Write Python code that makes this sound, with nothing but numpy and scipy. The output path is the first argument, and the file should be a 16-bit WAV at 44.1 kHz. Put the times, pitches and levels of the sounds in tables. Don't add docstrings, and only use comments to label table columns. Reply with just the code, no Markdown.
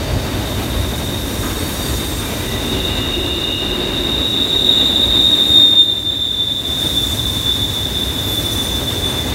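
import sys
import numpy as np
from scipy import signal
from scipy.fft import rfft, irfft, next_fast_len
from scipy.io import wavfile

SR = 44100
rng = np.random.default_rng(int(sys.argv[2]) if len(sys.argv) > 2 else 0)


def materialize(psi):
    bounded = np.clip(np.atleast_2d(psi).T, -1, 1)
    quanta = np.round(bounded * 32767).astype(np.int16)
    wavfile.write(sys.argv[1], SR, quanta)


N = 411894
TIME = np.arange(N) / SR
SLOW_SR = 2400
SLOW_TIME = np.arange(0, N / SR + 1 / SLOW_SR, 1 / SLOW_SR)
SOUND_SPEED, TRAIN_SPEED = 343, 13.74


def from_db(db):
    return 10 ** (np.asarray(db) / 20)


def rms_one(x):
    return x / np.sqrt(np.mean(np.abs(x) ** 2) + 1e-20)


def in_time(rows):
    seconds, *columns = np.transpose(rows)
    return [np.interp(TIME, seconds, column) for column in columns]


def ramp(start_s, length_s):
    return np.clip((TIME - start_s) / length_s, 0, 1)


def swell(moment_s, spread_s):
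    return np.exp(-.5 * ((TIME - moment_s) / spread_s) ** 2)


def lifts(rows):
    return sum(db * swell(moment_s, spread_s) for moment_s, spread_s, db in rows)


def flutter(cutoff_hz, order=2):
    sos = signal.butter(order, cutoff_hz, fs=SLOW_SR, output="sos")
    white = rng.standard_normal((2, len(SLOW_TIME) + SLOW_SR))
    filtered = signal.sosfilt(sos, white[0] + 1j * white[1])
    return rms_one(filtered[SLOW_SR:])


def drift(cutoff_hz):
    return np.interp(TIME, SLOW_TIME, rms_one(flutter(cutoff_hz).real))


def coloured(spectrum):
    hz, db = np.transpose(spectrum)
    size = next_fast_len(N)
    bins_hz = np.maximum(np.arange(size // 2 + 1) * SR / size, 1)
    gain = from_db(np.interp(np.log(bins_hz), np.log(hz), db, left=-np.inf, right=-np.inf))
    white = rng.standard_normal(size)
    return rms_one(irfft(rfft(white) * gain, size)[:N])


def resonate(x, hz, width_hz):
    radius = np.exp(-np.pi * width_hz / SR)
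    feedback = [1, -2 * radius * np.cos(2 * np.pi * hz / SR), radius * radius]
    return rms_one(signal.lfilter([1, 0, -1], feedback, x))


def tone(hz, wobble):
    smooth = signal.resample_poly(wobble, SR // 300, SLOW_SR // 300)[:N]
    cycles = np.cumsum(hz + np.zeros(N)) / SR
    return np.sqrt(2) * (smooth * np.exp(2j * np.pi * cycles)).real


# (time [s], container boom [dB], wagon rumble [dB], wheel roar [dB], rail noise [dB])
ROLLING_LEVELS = [(0, -33, -23.5, -24, -29.0), (0.7, -26, -23.5, -25.0, -30), (1.1, -28, -23.5, -25.0, -32),
                  (1.8, -28, -26.5, -25.0, -30.0), (2.2, -32.0, -26, -26.0, -30.5),
                  (3.0, -30, -23.5, -24.5, -30), (3.55, -35, -29.0, -27, -32.5),
                  (3.8, -28, -28.0, -24, -29), (4.2, -38, -27.0, -24.5, -31.5),
                  (5.4, -43, -31, -25.5, -31.5), (6.0, -44, -28, -27, -33),
                  (6.9, -39.0, -24.5, -27.5, -33.5), (7.6, -37.0, -24.5, -29.5, -33),
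                  (8.5, -35, -25.0, -26.5, -32), (9.34, -38, -24, -25, -30)]
# (time [s], spread [s], change of boom [dB], change of rumble [dB])
LURCHES = [(0.137, .05, 8, 5.5), (.79, .05, 3, 3), (1.01, .03, 1, 1), (1.933, 0.072, -2, 5.5),
           (2.185, .03, 7, 3), (2.93, .07, 5, -0.5), (4.067, .04, 16, -1), (4.59, .06, 11, 0),
           (5.13, .05, 10, 3), (7.21, 0.029, -3, 3)]
# (frequency [Hz], relative density [dB])
BOOM_COLOUR = [(20, -35), (26, -22), (32, -13), (40, -4), (50, -1), (58, -3), (72, -18)]
RUMBLE_COLOUR = [(48, -18), (60, 3.5), (71, -2), (88, -0.5), (110, -1.5), (135, -8.5), (180, -13.5),
                 (280, -39)]
ROAR_COLOUR = [(110, -11), (170, -5), (220, 0.5), (290, 1), (380, -2.5), (470, -6.5), (600, -7), (740, -12),
               (950, -28), (1400, -40)]
RAIL_COLOUR = [(500, -11), (700, -6), (850, 2.5), (1100, 0.5), (1300, -1.5), (1420, -3), (1570, 0.5),
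               (1790, -2.5), (1950, -1), (2250, -4), (2450, -3.5), (3100, -4), (4000, -7), (5000, -11)]
THROB_S, TURN_S, THROB_DB = 7.9, .228, 4


def rolling(boom_trim_db=-2, jolt_db=1.0):
    boom, rumble, roar, rail = in_time(ROLLING_LEVELS)
    turns = (TIME - THROB_S) / TURN_S
    throb = THROB_DB * ramp(THROB_S - TURN_S, TURN_S) * np.cos(2 * np.pi * turns)
    boom = boom + throb + lifts((s, spread, db) for s, spread, db, _ in LURCHES)
    rumble = rumble + lifts((s, spread, db) for s, spread, _, db in LURCHES)
    jolts = jolt_db * drift(11.4)
    return (from_db(boom + boom_trim_db) * coloured(BOOM_COLOUR)
            + from_db(rumble) * coloured(RUMBLE_COLOUR)
            + from_db(roar + jolts) * coloured(ROAR_COLOUR)
            + from_db(rail + jolts) * coloured(RAIL_COLOUR))


# (time [s],
# spread [s], frequency [Hz], width of the sharper resonance [Hz], level [dB])
GROANS = [(2.65, .2, 390, 27, -30), (3.24, .16, 353, 32, -26.5), (3.8, .17, 362, 32, -26.5),
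          (2.52, 0.1, 1965, 49, -36), (2.95, .25, 1965, 40, -44), (4.57, .12, 370, 70, -31),
          (2.3, 0.11, 2350, 90, -40), (7.35, .13, 1043, 60, -41), (.08, .25, 4600, 250, -39.5),
          (.25, 0.42, 607, 120, -33), (5.37, 0.27, 604, 110, -39.5), (5.7, 0.55, 306, 60, -31),
          (7.86, 0.86, 264, 50, -34.5), (8.33, .1, 12400, 900, -34), (8.64, .08, 6110, 70, -39)]


def groans():
    total = 0
    for moment_s, spread_s, hz, width_hz, db in GROANS:
        sharp = resonate(rng.standard_normal(N), hz, width_hz)
        voice = resonate(sharp, hz, 2 * width_hz)
        total = total + from_db(db) * swell(moment_s, spread_s) * voice
    return total


# (time [s], level before the rise and decay [dB])
CLANKS = [(1.425, -26), (1.78, -33), (2.19, -32), (2.97, -32)]
# (frequency [Hz], width [Hz], relative level [dB])
COUPLING_MODES = [(1030, 120, 2), (1250, 160, 3), (1550, 150, 0), (1750, 93, -4)]


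def clanks(t60_s=0.74, rise_s=0.0074):
    blows = 0
    for moment_s, db in CLANKS:
        age = np.maximum(TIME - moment_s, 0)
        blows = blows + from_db(db - 60 * age / t60_s) * (1 - np.exp(-age / rise_s))
    ringing = sum(from_db(db) * resonate(rng.standard_normal(N), hz, width_hz)
                  for hz, width_hz, db in COUPLING_MODES)
    return blows * rms_one(ringing)


def strands(modes):
    flicker_db, wander = 3.4, .013
    total = 0
    for hz, width_hz, db in modes:
        level_db = db + flicker_db * drift(3.9)
        pitch = hz * (1 + wander * drift(1.5))
        total = total + from_db(level_db) * tone(pitch, flutter(width_hz / 2))
    return rms_one(total)


# (time [s], hiss [dB], sizzle [dB])
RUBBING_LEVELS = [(0, -34.5, -40), (0.6, -34.0, -35), (1.05, -33.5, -35), (1.8, -30.5, -29.5),
                  (2.3, -30.5, -32), (3.1, -35.5, -38.5), (3.6, -37.0, -40.5), (4.9, -37, -37.5),
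                  (5.5, -36.5, -34.5), (6.3, -35.5, -37), (7.05, -30.5, -31.5), (7.7, -32.5, -35.0),
                  (8.1, -33.5, -34), (8.55, -30, -31.5), (9.34, -33, -35.5)]
# (frequency [Hz], relative density [dB])
HISS_COLOUR = [(3000, -6), (4000, -0.5), (4600, -3), (4900, -6), (5250, 0.5), (5850, -0.5), (6500, -1),
               (7100, -3.5), (8000, -6.5), (10000, -17)]
SIZZLE_COLOUR = [(6000, -20), (7800, -4), (8800, -0.5), (9700, -1), (10100, -2), (10450, -4.5),
                 (11000, 0.5), (12400, 0.5), (13100, -3.5), (13700, -2.5), (15700, -5.5), (17000, -14)]
# (frequency [Hz], width [Hz], relative level [dB])
NEARING_MODES = [(4560, 150, 1.5), (5860, 140, 3), (6700, 140, 3), (7300, 160, -0.5), (8520, 440, 3.5),
                 (9600, 90, -6), (11550, 250, -8.5), (12100, 200, -6), (13000, 150, -8)]
RECEDING_MODES = [(5130, 60, -0.5), (6070, 120, 0.5), (7010, 130, -0.5), (7930, 140, -3), (8880, 83, 2),
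                  (9900, 140, -5.5), (12280, 200, -8), (12720, 150, -13), (15500, 90, -10)]
RING_SHARE, HARD_SIZZLE_DB, RING_GROWTH = 0.24, -31.5, 2


def flanges(hiss_trim_db=-2, ring_trim_db=-1.5, grip_db=.5, turn_s=6.3):
    hiss, sizzle = in_time(RUBBING_LEVELS)
    share = np.clip(RING_SHARE * from_db(RING_GROWTH * (sizzle - HARD_SIZZLE_DB)), 0, .9)
    sliding = (from_db(hiss + hiss_trim_db) * coloured(HISS_COLOUR)
               + from_db(sizzle) * coloured(SIZZLE_COLOUR))
    passed = .5 + .5 * np.tanh(TIME - turn_s)
    modes = np.sqrt(1 - passed) * strands(NEARING_MODES) + np.sqrt(passed) * strands(RECEDING_MODES)
    ringing = from_db(ring_trim_db) * np.hypot(from_db(hiss), from_db(sizzle)) * modes
    rubbing = np.sqrt(1 - share) * sliding + np.sqrt(share) * ringing
    return rubbing * from_db(grip_db * drift(12))


def passing(rest_hz, pass_s, distance_m):
    along = TRAIN_SPEED * (TIME - pass_s)
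    range_m = np.hypot(along, distance_m)
    approach = TRAIN_SPEED / SOUND_SPEED * along / range_m
    return rest_hz / (1 + approach), range_m


WOOD_START_M, WOOD_LENGTH_M = -110, 170


def wood(rest_hz, pass_s, rough, rough_hz, lift_hz, depth_m, falloff, sideways, shield_m, count=130):
    slip = 1 + rough * flutter(rough_hz, order=3) * np.exp(2j * np.pi * lift_hz * SLOW_TIME)
    leaves = flutter(12.7)
    wheel = TRAIN_SPEED * (SLOW_TIME - pass_s)
    along = WOOD_START_M + WOOD_LENGTH_M * (np.arange(count) + rng.random(count)) / count
    across = depth_m * (1 + rng.random(count))
    offsets = rng.integers(len(leaves), size=count)
    total, power = 0, 0
    for x, y, offset in zip(along, across, offsets):
        out, back = np.hypot(wheel - x, y), np.hypot(x, y)
        delay = (out + back) / SOUND_SPEED
        gain = (y / out) ** sideways / (out * back ** falloff)
        gain = gain / (1 + np.exp(x / shield_m))
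        sent = np.interp(SLOW_TIME - delay, SLOW_TIME, slip, left=1)
        path_phase = np.exp(-2j * np.pi * rest_hz * delay)
        total = total + gain * np.roll(leaves, offset) * sent * path_phase
        power = power + gain ** 2
    return rms_one(total / np.sqrt(power))


DISTANCE_M = 11.26
# (time [s], spread [s], lift [dB])
LOW_FLARES = [(2.74, .04, 4), (3.52, 0.095, 3.5), (4.79, .03, 14.5)]
LOW_HZ, LOW_PASS_S = 2743, 6.6
LOW_START_S, LOW_END_S = 2.92, 3.6
LOW_ECHO_DB, LOW_ECHO_RISE_DB_PER_S, LOW_ECHO_FALL_DB_PER_S = -34, 22, 7
LOW_DIRECT_DB, LOW_DIRECT_FALL_DB_PER_S = -33, 12


def low_squeal():
    hz, _ = passing(LOW_HZ, LOW_PASS_S, DISTANCE_M)
    building_db = LOW_ECHO_RISE_DB_PER_S * np.minimum(TIME - LOW_START_S, 0)
    dying_s = np.maximum(TIME - LOW_END_S, 0)
    direct_db = LOW_DIRECT_DB + 2 * building_db - LOW_DIRECT_FALL_DB_PER_S * dying_s + lifts(LOW_FLARES)
    echo_db = LOW_ECHO_DB + building_db - LOW_ECHO_FALL_DB_PER_S * dying_s
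    scatter = wood(LOW_HZ, LOW_PASS_S, rough=.4, rough_hz=90, lift_hz=13, depth_m=9,
                   falloff=0.92, sideways=.1, shield_m=21, count=60)
    straight = tone(hz, 1 + 0.16 * flutter(13))
    return from_db(direct_db) * straight + from_db(echo_db) * tone(LOW_HZ, scatter)


# (time [s], level [dB])
ECHO_LEVEL = [(0, -35.5), (1.05, -29.5), (1.45, -32.5), (2.05, -28.5), (2.3, -32), (2.9, -23.0), (3.5, -22),
              (3.87, -24.5), (4.2, -20.0), (4.8, -13.5), (5.6, -16.0), (5.95, -15), (6.45, -15.5),
              (7.0, -21.5), (7.8, -21), (9.34, -26)]
# (time [s], spread [s], change [dB])
FLARES = [(2.87, .05, 6), (3.95, .06, -5), (4.27, 0.045, 5.5), (4.72, 0.023, 10), (5.34, 0.015, 7.5),
          (5.44, 0.045, -6), (5.62, 0.05, 6), (5.81, 0.043, 11.5), (6.23, 0.022, 11), (6.82, 0.093, -11),
          (6.98, 0.019, 13.5), (7.28, .09, -16), (7.49, 0.029, 11.5), (8.45, 0.16, 7.5), (9.0, 0.067, 12)]
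SQUEAL_HZ, PASS_S = 3656, 5.67
ABREAST_DB, SPREADING_DB, FADING_DB = -14, 35, 2
CLEAR_S, CLEARING_S, SCREEN_DB = 2.68, 1, -14.5


def main_squeal(octave_db=-32, octave_echo_db=-26):
    hz, range_m = passing(SQUEAL_HZ, PASS_S, DISTANCE_M)
    screened = .5 - .5 * np.tanh((TIME - CLEAR_S) / (2 * CLEARING_S))
    distance_db = -SPREADING_DB * np.log10(range_m / DISTANCE_M)
    foliage_db = SCREEN_DB * screened + lifts(FLARES) + FADING_DB * drift(8.1)
    direct_db = ABREAST_DB + distance_db + foliage_db
    echo_db = in_time(ECHO_LEVEL)[0]
    straight = tone(hz, 1 + .15 * flutter(28)) + from_db(octave_db) * tone(2 * hz, flutter(40))
    scatter = wood(SQUEAL_HZ, PASS_S, rough=0.42, rough_hz=193, lift_hz=64.94, depth_m=8,
                   falloff=0.95, sideways=1.0, shield_m=21.7)
    scatter_octave = wood(2 * SQUEAL_HZ, PASS_S, rough=0.62, rough_hz=190, lift_hz=30.2, depth_m=13,
                          falloff=.5, sideways=1.2, shield_m=20, count=70)
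    echo_octave = from_db(octave_echo_db) * tone(2 * SQUEAL_HZ, scatter_octave)
    thrown_back = tone(SQUEAL_HZ, scatter) + echo_octave
    return from_db(direct_db) * straight + from_db(echo_db) * thrown_back


DIP_S, RECOVER_S, DIP_RAMP_S, DIP_DB = 5.593, 6.557, 0.27, -6


def scene():
    train = rolling() + groans() + clanks() + flanges() + low_squeal() + main_squeal()
    dip_db = DIP_DB * (ramp(DIP_S, DIP_RAMP_S) - ramp(RECOVER_S, DIP_RAMP_S))
    return (from_db(dip_db) * train)[None]


CUTOFF_HZ = 15750


def record(dry):
    rounded = dry / (1 + np.abs(dry) ** 6) ** (1 / 6)
    top_cut = signal.ellip(12, .1, 90, CUTOFF_HZ, fs=SR, output="sos")
    return signal.sosfilt(top_cut, rounded)


dry = scene()
out = record(dry)
materialize(out)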